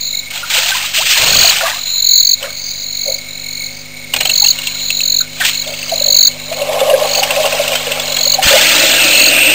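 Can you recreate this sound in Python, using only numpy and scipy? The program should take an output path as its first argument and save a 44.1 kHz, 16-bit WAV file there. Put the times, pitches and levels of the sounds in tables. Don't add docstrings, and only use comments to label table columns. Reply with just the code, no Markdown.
import sys
import numpy as np
from scipy import signal
from scipy.fft import rfft, irfft, next_fast_len
from scipy.io import wavfile

SR = 44100
rng = np.random.default_rng(int(sys.argv[2]) if len(sys.argv) > 2 else 0)


def persist_wave(psi):
    counts = np.round(np.clip(psi, -1, 1) * 32767).astype(np.int16)
    wavfile.write(sys.argv[1], SR, np.atleast_2d(counts).T)


N = 420713
TIME = np.arange(N) / SR
BAND_HZ = 5512


def amp(db):
    return 10 ** (np.asarray(db) / 20)


def unit_rms(x):
    return x / np.sqrt(np.mean(x ** 2) + 1e-20)


def unit_band(x, band_hz):
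    return x / np.std(signal.sosfilt(signal.butter(4, band_hz, "band", fs=SR, output="sos"), x))


def noise():
    return rng.standard_normal(N)


def wander(per_s):
    knots = rng.standard_normal(8000)
    return unit_rms(np.interp(TIME * per_s, np.arange(len(knots)), knots))


def fader(curve):
    times, db = np.transpose(curve)
    return amp(np.interp(TIME, times, db, left=-120, right=-120))


def burst(start, rise_s, hold, t60):
    age = TIME - start
    return np.clip(age / rise_s, 0, 1) * amp(-60 * np.clip((age - hold) / t60, 0, 2))


def bursts(cues, rise_s, t60):
    return sum(amp(db) * burst(start, rise_s, hold, t60) for start, hold, db in cues)


def add(mix, start_s, sound):
    start = round(start_s * SR)
    if 0 <= start < N:
        mix[start:start + len(sound)] += sound[:N - start]


def eq(x, curve):
    hz, db = np.transpose(curve)
    size = next_fast_len(N)
    freqs = np.fft.rfftfreq(size, 1 / SR)
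    gain = amp(np.interp(np.log(freqs + 1), np.log(hz), db)) * (freqs < BAND_HZ)
    return irfft(rfft(x, size) * gain, size)[:N]


def resonate(x, hz, width_hz):
    carrier = np.exp(2j * np.pi * np.cumsum(hz * np.ones(N)) / SR)
    pole = np.exp(-np.pi * width_hz / SR)
    return 2 * (carrier * signal.lfilter([(1 - pole) ** 2], [1, -2 * pole, pole ** 2], x / carrier)).real


def hollow(x, low_hz=446):
    return signal.sosfilt(signal.butter(8, low_hz, "high", fs=SR, output="sos"), x)


def scatter(flow, per_s, over_db, hz, pitch_spread, spread_db=3.5):
    flow_s, flow_db = np.transpose(flow)
    chance = rng.standard_normal((200, 3))
    times = flow_s[0] + (np.arange(len(chance)) + chance[:, 0] / 2) / per_s
    loud, sharp = np.clip(chance[:, 1:], -2, 2).T
    levels = np.interp(times, flow_s, flow_db) + over_db + spread_db * loud
    cues = zip(times, levels, hz * np.exp(pitch_spread * sharp))
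    return [cue for cue in cues if flow_s[0] < cue[0] < flow_s[-1]]


def bubble_swarm(per_s, spread_db, band_hz, cycles, sizes=24):
    out = np.zeros(N)
    clicks = (rng.random(N) < per_s / SR) * amp(spread_db * np.minimum(rng.exponential(1, N), 3.5))
    clicks *= rng.choice([-1, 1], N)
    size = rng.integers(0, sizes, N)
    for k, hz in enumerate(np.geomspace(*band_hz, sizes)):
        age = np.arange(int(4 * cycles / hz * SR)) * hz / SR / cycles
        ring = np.sin(2 * np.pi * cycles * age * (1 + 0.024 * age)) * np.exp(-age * 1.55) * np.sqrt(hz)
        out += signal.oaconvolve(clicks * (size == k), ring)[:N]
    return unit_rms(out)


# f/Hz, level/dB
AIR_EQ = [(20, 5), (120, 0.5), (260, 0.5), (350, -9), (450, -8), (560, 2.5), (700, -2), (1100, -7),
          (1800, -3.5), (2500, 5), (3000, -2), (5400, -2.5)]


def night_air(level_db=-37):
    return amp(level_db) * unit_rms(eq(noise(), AIR_EQ))


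# multiple of the mains frequency, level/dB
HUM_PARTIALS = [(1, -44.5), (2, -46.5), (3, -38), (4, -58), (5, -38.5), (7, -50.5), (9, -49.5), (11, -44.5),
                (15, -52.5), (17, -66)]
# t/s, level/dB
ODD_SWELL = [(0, -10.5), (2, -12), (3.5, -5.5), (5, -3), (6.5, -1), (9.54, 2)]


def mains_hum(mains_hz=50.03):
    out, swell = np.zeros(N), fader(ODD_SWELL)
    for k, db in HUM_PARTIALS:
        partial = amp(db) * np.sqrt(2) * np.cos(2 * np.pi * k * mains_hz * TIME)
        out += partial * (swell if round(k) % 2 else 1)
    return out


# t/s, hold/s, level/dB
LOW_CALLS = [(0.104, 0.2, -32), (2.06, 0.6, -40), (2.94, 0.35, -34.5), (3.405, 0.27, -32.5),
             (3.88, 0.91, -36), (5.463, 2.9, -37)]
# t/s, level/dB
CHORUS_RIDE = [(0, -31.5), (2.4, -32.5), (3.9, -38.5), (4.7, -27.5), (5.3, -34), (6.35, -36), (9.54, -30)]


def far_frogs(throb_per_s=36, murmur_db=-39.5):
    turns = np.cumsum(throb_per_s * (1 + 0.188 * wander(12))) / SR
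    throb = unit_rms(1 + 0.53 * np.sin(2 * np.pi * turns))
    low = unit_rms(resonate(noise(), hz=2215, width_hz=130)) * throb
    high = unit_rms(resonate(noise(), hz=4100, width_hz=620)) * amp(2.2 * wander(110))
    calls = bursts(LOW_CALLS, rise_s=0.047, t60=0.41)
    return low * np.hypot(calls, amp(murmur_db)) + high * fader(CHORUS_RIDE)


def pond_echo(reeds_db=-15, reeds_t60=0.087, bank_db=-20, bank_t60=0.24):
    t = np.arange(SR // 4) / SR
    reeds, bank = rng.standard_normal((2, len(t))) * amp(-60 * t / [[reeds_t60], [bank_t60]])
    return amp(reeds_db) * reeds / np.linalg.norm(reeds) + amp(bank_db) * bank / np.linalg.norm(bank)


# first pulse t/s, last pulse t/s, crest level/dB, crest f/Hz
NEAR_TRILLS = [(-0.2, 0.077, -14.5, 4260), (0.005, 0.195, -13, 4060), (1.093, 1.5, -0.5, 4330),
               (1.661, 1.992, -13, 4120), (1.872, 2.205, 1.5, 4220), (2.043, 2.338, -1.5, 4306),
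               (2.507, 2.712, -15.5, 4560), (2.543, 2.834, -21, 4610), (2.694, 3.146, -12.5, 4237),
               (2.81, 3.187, -22.5, 4530), (3.289, 3.666, -17.5, 4236), (3.687, 3.816, -26, 4610),
               (4.169, 4.51, 0, 4300), (4.619, 4.982, -18.5, 4310), (4.754, 5.213, -5.5, 4210),
               (5.427, 5.621, -13.5, 4180), (5.552, 5.95, -20, 4600), (5.898, 6.276, 3.5, 4275),
               (6.399, 6.61, -21.5, 4150), (7.034, 7.198, -8, 4420), (8.037, 8.346, -3.5, 4260),
               (8.692, 8.917, -9.5, 4230), (8.961, 9.286, -2, 4300)]


def near_frogs(pulses_per_s=46.3, pulse_s=0.018, sweep=0.26, pitch_rise=0.051, crest=0.75):
    direct, send = np.zeros((2, N))
    for first, last, db, hz in NEAR_TRILLS:
        swell_db = 16.5 + 0.61 * db
        times = np.linspace(first, last, round((last - first) * pulses_per_s) + 1)
        chance = rng.standard_normal((40, 3))
        for at, (loud, sharp, wide) in zip(times, chance):
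            slack = 1 - min((at - first) / (last - first) / crest, 1)
            length = pulse_s * (1 - 0.25 * slack) * (1.2 if at == last else 1)
            u = np.linspace(-1, 1, int(length * SR))
            fall = sweep * (1 - 0.1 * slack + 0.096 * wide) * length / pulse_s
            pitch = hz * (1 - pitch_rise * slack + 0.00805 * sharp - fall * u / 2)
            chirp = np.sin(2 * np.pi * np.cumsum(pitch) / SR) * np.cos(np.pi * u / 2) ** 2
            chirp *= amp(0.07 * loud - swell_db * slack)
            add(direct, at - length / 2, amp(db) * chirp)
            add(send, at - length / 2, amp(0.76 * db) * chirp)
    return direct + signal.oaconvolve(send, pond_echo())[:N]


# f/Hz, level/dB
SPRAY_EQ = [(300, -42), (600, -16.5), (1200, -17.5), (1900, -9.5), (2600, 0.5), (3100, 0), (3600, -1.5),
            (4300, -3.5), (5000, -4.5), (5500, -6)]


def spray(swarm, hiss=1.47):
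    return unit_band(eq(swarm + hiss * noise(), SPRAY_EQ), (2500, 3600))


# f/Hz, level/dB
CHURN_EQ = [(200, -31), (380, -47), (520, -9), (700, -2), (1200, 0), (1600, 3), (2000, 1), (2800, -17),
            (5000, -29)]


def churn():
    swarm = bubble_swarm(per_s=600, spread_db=3.95, band_hz=(481, 2466), cycles=14.2)
    return unit_band(eq(swarm + 0.5 * noise(), CHURN_EQ), (1000, 1900))


# t/s, level/dB
RUNOFF_FLOW = [(4.13, -44), (4.2, -33), (4.67, -33), (5.25, -44.5), (5.85, -32.5), (6.4, -39.5),
               (6.75, -27), (7.5, -22.5), (8.41, -29)]


def runoff(trickle_db=-0.5, patter_db=-10):
    trickle = spray(bubble_swarm(per_s=1300, spread_db=1.3, band_hz=(913, 5430), cycles=21))
    return (amp(trickle_db) * trickle + amp(patter_db) * churn()) * fader(RUNOFF_FLOW)


# t/s, level/dB, ring f/Hz, t60/s
DOLLOPS = [(0.376, -13, 3330, 0.028), (2.426, -14.5, 3050, 0.049), (4.137, -5.5, 2870, 0.055),
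           (4.162, -6.5, 2460, 0.052), (4.205, -6.5, 2930, 0.06), (4.253, -6, 3130, 0.054),
           (4.295, -1, 2700, 0.04), (4.443, -3.5, 2720, 0.044), (4.472, -6, 2890, 0.026),
           (4.586, -13, 2830, 0.05), (4.633, -14, 2800, 0.039), (4.67, 0, 2750, 0.03),
           (4.903, 0, 2630, 0.026), (5.004, -4, 2640, 0.021), (5.675, -9, 3600, 0.028),
           (5.737, -8.5, 2780, 0.016), (5.828, -8, 2620, 0.021), (6.525, -18.5, 2440, 0.062),
           (7.148, -5.5, 2650, 0.037), (7.228, -12, 2980, 0.065), (7.305, -7.5, 2720, 0.057),
           (7.455, -7, 2790, 0.05), (7.678, -2.5, 2760, 0.028), (7.753, -4, 3095, 0.051),
           (7.917, -8, 2640, 0.04), (8.166, -12, 3320, 0.059)]


def drops(slap_db=-3, fizz_db=-6, ring_db=-1, attack_s=0.0016, big_t60=0.057, drip_t60=0.046):
    out, t = np.zeros(N), np.arange(SR // 10) / SR
    slap_eq = [(100, -20), (400, -17), (650, 4), (1200, -7),
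               (2000, -1.5), (2800, 4.5), (3700, -7), (5400, -6)]
    fizz_eq = [(800, -46), (1900, -24), (2800, 1), (3400, -5.5), (4200, -9), (5400, -14)]
    slap = amp(slap_db) * unit_rms(eq(noise(), slap_eq))
    fizz = amp(fizz_db) * unit_rms(eq(noise(), fizz_eq))
    drips = scatter(RUNOFF_FLOW, per_s=14, over_db=12, hz=2900, pitch_spread=0.101)
    for at, db, hz, t60 in DOLLOPS + [(*drip, drip_t60) for drip in drips]:
        span = slice(round(at * SR), round(at * SR) + len(t))
        envelope = 1.27 * amp(db - 60 * t / t60) * (1 - np.exp(-t / attack_s))
        ring = amp(ring_db) * np.sin(2 * np.pi * hz * t)
        add(out, at, envelope * (ring + fizz[span] + (t60 / big_t60) ** 4 * slap[span]))
    return out


# t/s, hold/s, level/dB
RUMBLE_CUES = [(0.974, 0.046, -32), (1.166, 0.25, -21.5), (4.094, 0.21, -33.5)]
# f/Hz, level/dB
RUMBLE_EQ = [(15, 3), (90, -3), (180, -5), (330, -13.5), (600, -2), (1500, -32)]


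def rumble():
    return unit_rms(eq(noise(), RUMBLE_EQ)) * bursts(RUMBLE_CUES, rise_s=0.07, t60=0.46)


# t/s, hold/s, spray level/dB, churn level/dB
TRUNK_SWEEPS = [(0.297, 0.25, -29.5, -38), (0.493, 0.24, -17.5, -28), (0.85, 0.024, -20.5, -40),
                (0.932, 0.055, -16.5, -47), (1.049, 0.073, -14, -37), (1.146, 0.35, -14.5, -23.5),
                (1.596, 0.08, -26, -22), (2.4, 0.05, -33.5, -34), (5.357, 0.071, -31, -39),
                (5.397, 0.0094, -16, -22), (5.442, 0.01, -13, -31)]


def sloshing(lumpy_db=2, lumps_per_s=55):
    fine = spray(bubble_swarm(per_s=3500, spread_db=3, band_hz=(1187, 5720), cycles=9.6))
    thrown, churned = np.zeros((2, N))
    for start, hold, spray_db, churn_db in TRUNK_SWEEPS:
        surge = burst(start, rise_s=0.011, hold=hold, t60=0.32 + 2.43 * hold)
        thrown = np.maximum(thrown, amp(spray_db) * surge)
        churned = np.maximum(churned, amp(churn_db) * surge)
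    return (fine * thrown + churn() * churned) * amp(lumpy_db * wander(lumps_per_s))


def slurp(start_s=0.98, length_s=0.06, level_db=-20, from_hz=620, to_hz=2270, bend=2.4, rough=0.058):
    progress = np.clip((TIME - start_s) / length_s, 0, 1)
    pitch = from_hz * (to_hz / from_hz) ** (progress ** bend) * (1 + rough * wander(400))
    envelope = 2 * np.sqrt(progress * (1 - progress))
    return amp(level_db) * envelope * np.sin(2 * np.pi * np.cumsum(pitch) / SR)


# t/s, hold/s, level/dB
TRUNK_GULPS = [(2.407, 0.059, -30), (3.052, 0.051, -26.5), (5.656, 0.038, -25), (5.907, 0.02, -24),
               (6.052, 0.052, -25), (8.501, 0.051, -10.5)]


def gulps():
    ring = unit_rms(hollow(resonate(noise(), hz=585, width_hz=170)))
    return ring * bursts(TRUNK_GULPS, rise_s=0.012, t60=0.3)


# t/s, level/dB
THROAT_FLOW = [(5.6, -55), (5.95, -39), (6.38, -41.5), (6.72, -17), (6.93, -13.5), (7.15, -21.5),
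               (7.62, -21), (8.0, -26.5), (8.6, -33)]
# f/Hz, width/Hz, level/dB
THROAT_MODES = [(570, 140, 0), (768, 110, -4.5), (1060, 155, -10)]


def gurgle(lumpy_db=3.5):
    pour = noise() * amp(lumpy_db * wander(70))
    throat = sum(amp(db) * resonate(pour, hz, width) for hz, width, db in THROAT_MODES)
    return unit_rms(hollow(throat)) * fader(THROAT_FLOW)


# peak t/s, level/dB, f/Hz
BIG_BUBBLES = [(0.436, -20, 1370), (0.582, -21.5, 528), (0.724, -14, 1605), (0.755, -18.5, 970),
               (1.448, -12.5, 668), (1.636, -11.5, 707), (1.659, -14.5, 1213), (2.443, -24, 533),
               (3.085, -15.5, 558), (4.426, -18.5, 846), (5.211, -24.5, 1534), (5.414, -14.5, 1507),
               (5.416, -13, 1813), (5.926, -12, 666), (6.015, -18, 590), (6.52, -15, 662),
               (6.62, -10.5, 570), (6.695, -8.5, 632), (6.821, -7, 570), (6.911, -2.5, 597),
               (6.938, 2, 538), (7.026, -11, 620), (7.225, -12.5, 798), (7.403, -9, 627), (7.6, -7, 570),
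               (8.391, -8.5, 741), (8.54, -2.5, 550), (8.559, -7, 601), (8.572, -15, 820)]


def bubbles(ring_s=0.031, gain_db=2, rise=0.013, rough=0.051, echo_db=-9, echo_t60=0.1):
    out, wobble = np.zeros(N), wander(400)
    age = np.arange(int(1.4 * ring_s * SR)) / (ring_s * SR)
    envelope = (3 * age * np.exp(1 - 3 * age)) ** 3
    glugs = scatter(THROAT_FLOW, per_s=22, over_db=3.5, hz=586.6, pitch_spread=0.078)
    for at, db, hz in BIG_BUBBLES + glugs:
        pitch = hz * (1 + rise * (age - 1 / 3) + rough * wobble[int(at * SR):][:len(age)])
        ring = np.sin(2 * np.pi * np.cumsum(pitch) / SR)
        add(out, at - ring_s / 3, amp(db + gain_db) * envelope * ring)
    t = np.arange(SR // 10) / SR
    echo = rng.standard_normal(len(t)) * t * amp(-60 * t / echo_t60)
    return hollow(out + amp(echo_db) * signal.oaconvolve(out, echo / np.linalg.norm(echo))[:N])


# t/s, level/dB, length/s
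MIC_THUMPS = [(8.45, -12, 0.013), (8.465, -6, 0.0044)]


def thumps():
    out = np.zeros(N)
    for k, (start, db, length) in enumerate(MIC_THUMPS):
        add(out, start, (-1) ** k * amp(db) * np.hanning(int(length * SR)))
    return out


# f/Hz, level/dB
JET_EQ = [(200, -35), (600, -21), (800, -14), (1100, -19), (1450, -8), (1750, -7.5), (2300, -4),
          (3000, -0.5), (3400, -0.5), (4200, -2.5), (5000, -5), (5500, -6)]
# f/Hz, width/Hz, level/dB
TRUNK_MODES = [(313, 70, 0), (590, 182, 1)]


def jet(start_s=8.415, rise_s=0.026, emptying_s=0.93, clearing_s=0.41, waver_hz=45):
    def ramp(span_s, begin, end):
        return np.interp(TIME, [start_s, start_s + span_s], [begin, end])

    sputter = amp(wander(110))
    rush = noise() * sputter
    spatter = bubble_swarm(per_s=1500, spread_db=1.4, band_hz=(608, 5600), cycles=24.7) * sputter
    hiss = unit_band(eq(spatter + rush, JET_EQ), (1300, 3600))
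    whistle_hz = ramp(emptying_s, 2680, 2640) + waver_hz * wander(14)
    whistle = unit_rms(resonate(noise(), whistle_hz, width_hz=410)) * amp(-1.2 * wander(12))
    tube = unit_rms(sum(amp(db) * resonate(rush, hz, width) for hz, width, db in TRUNK_MODES))
    return ramp(rise_s, 0, 1) * (hiss * amp(ramp(emptying_s, -8, -16))
                                 + whistle * amp(ramp(emptying_s, -21, -9.5))
                                 + tube * amp(ramp(clearing_s, -31, -20)))


def scene():
    background = night_air() + mains_hum() + far_frogs() + near_frogs()
    water = runoff() + drops() + rumble() + sloshing()
    drink = slurp() + gulps() + gurgle() + bubbles() + thumps() + jet()
    return (background + water + drink)[None]


# f/Hz, level/dB
MIC_EQ = [(20, -3.5), (1500, 1), (3000, 1), (4300, 2.5), (5400, 3)]


def record(dry, knee=2.6, offset=0.016, top_hz=15650):
    mic = eq(dry[0], MIC_EQ)
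    driven = mic / (1 + abs(mic) ** knee) ** (1 / knee)
    narrow = signal.oaconvolve(driven, signal.firwin(101, BAND_HZ + 400, fs=SR), "same")
    held = np.repeat(np.clip(narrow + offset, -1, 1)[::4], 4)[:N]
    return signal.oaconvolve(held, signal.firwin(511, top_hz, window=("kaiser", 7), fs=SR), "same")[None]


dry = scene()
out = record(dry)
persist_wave(out)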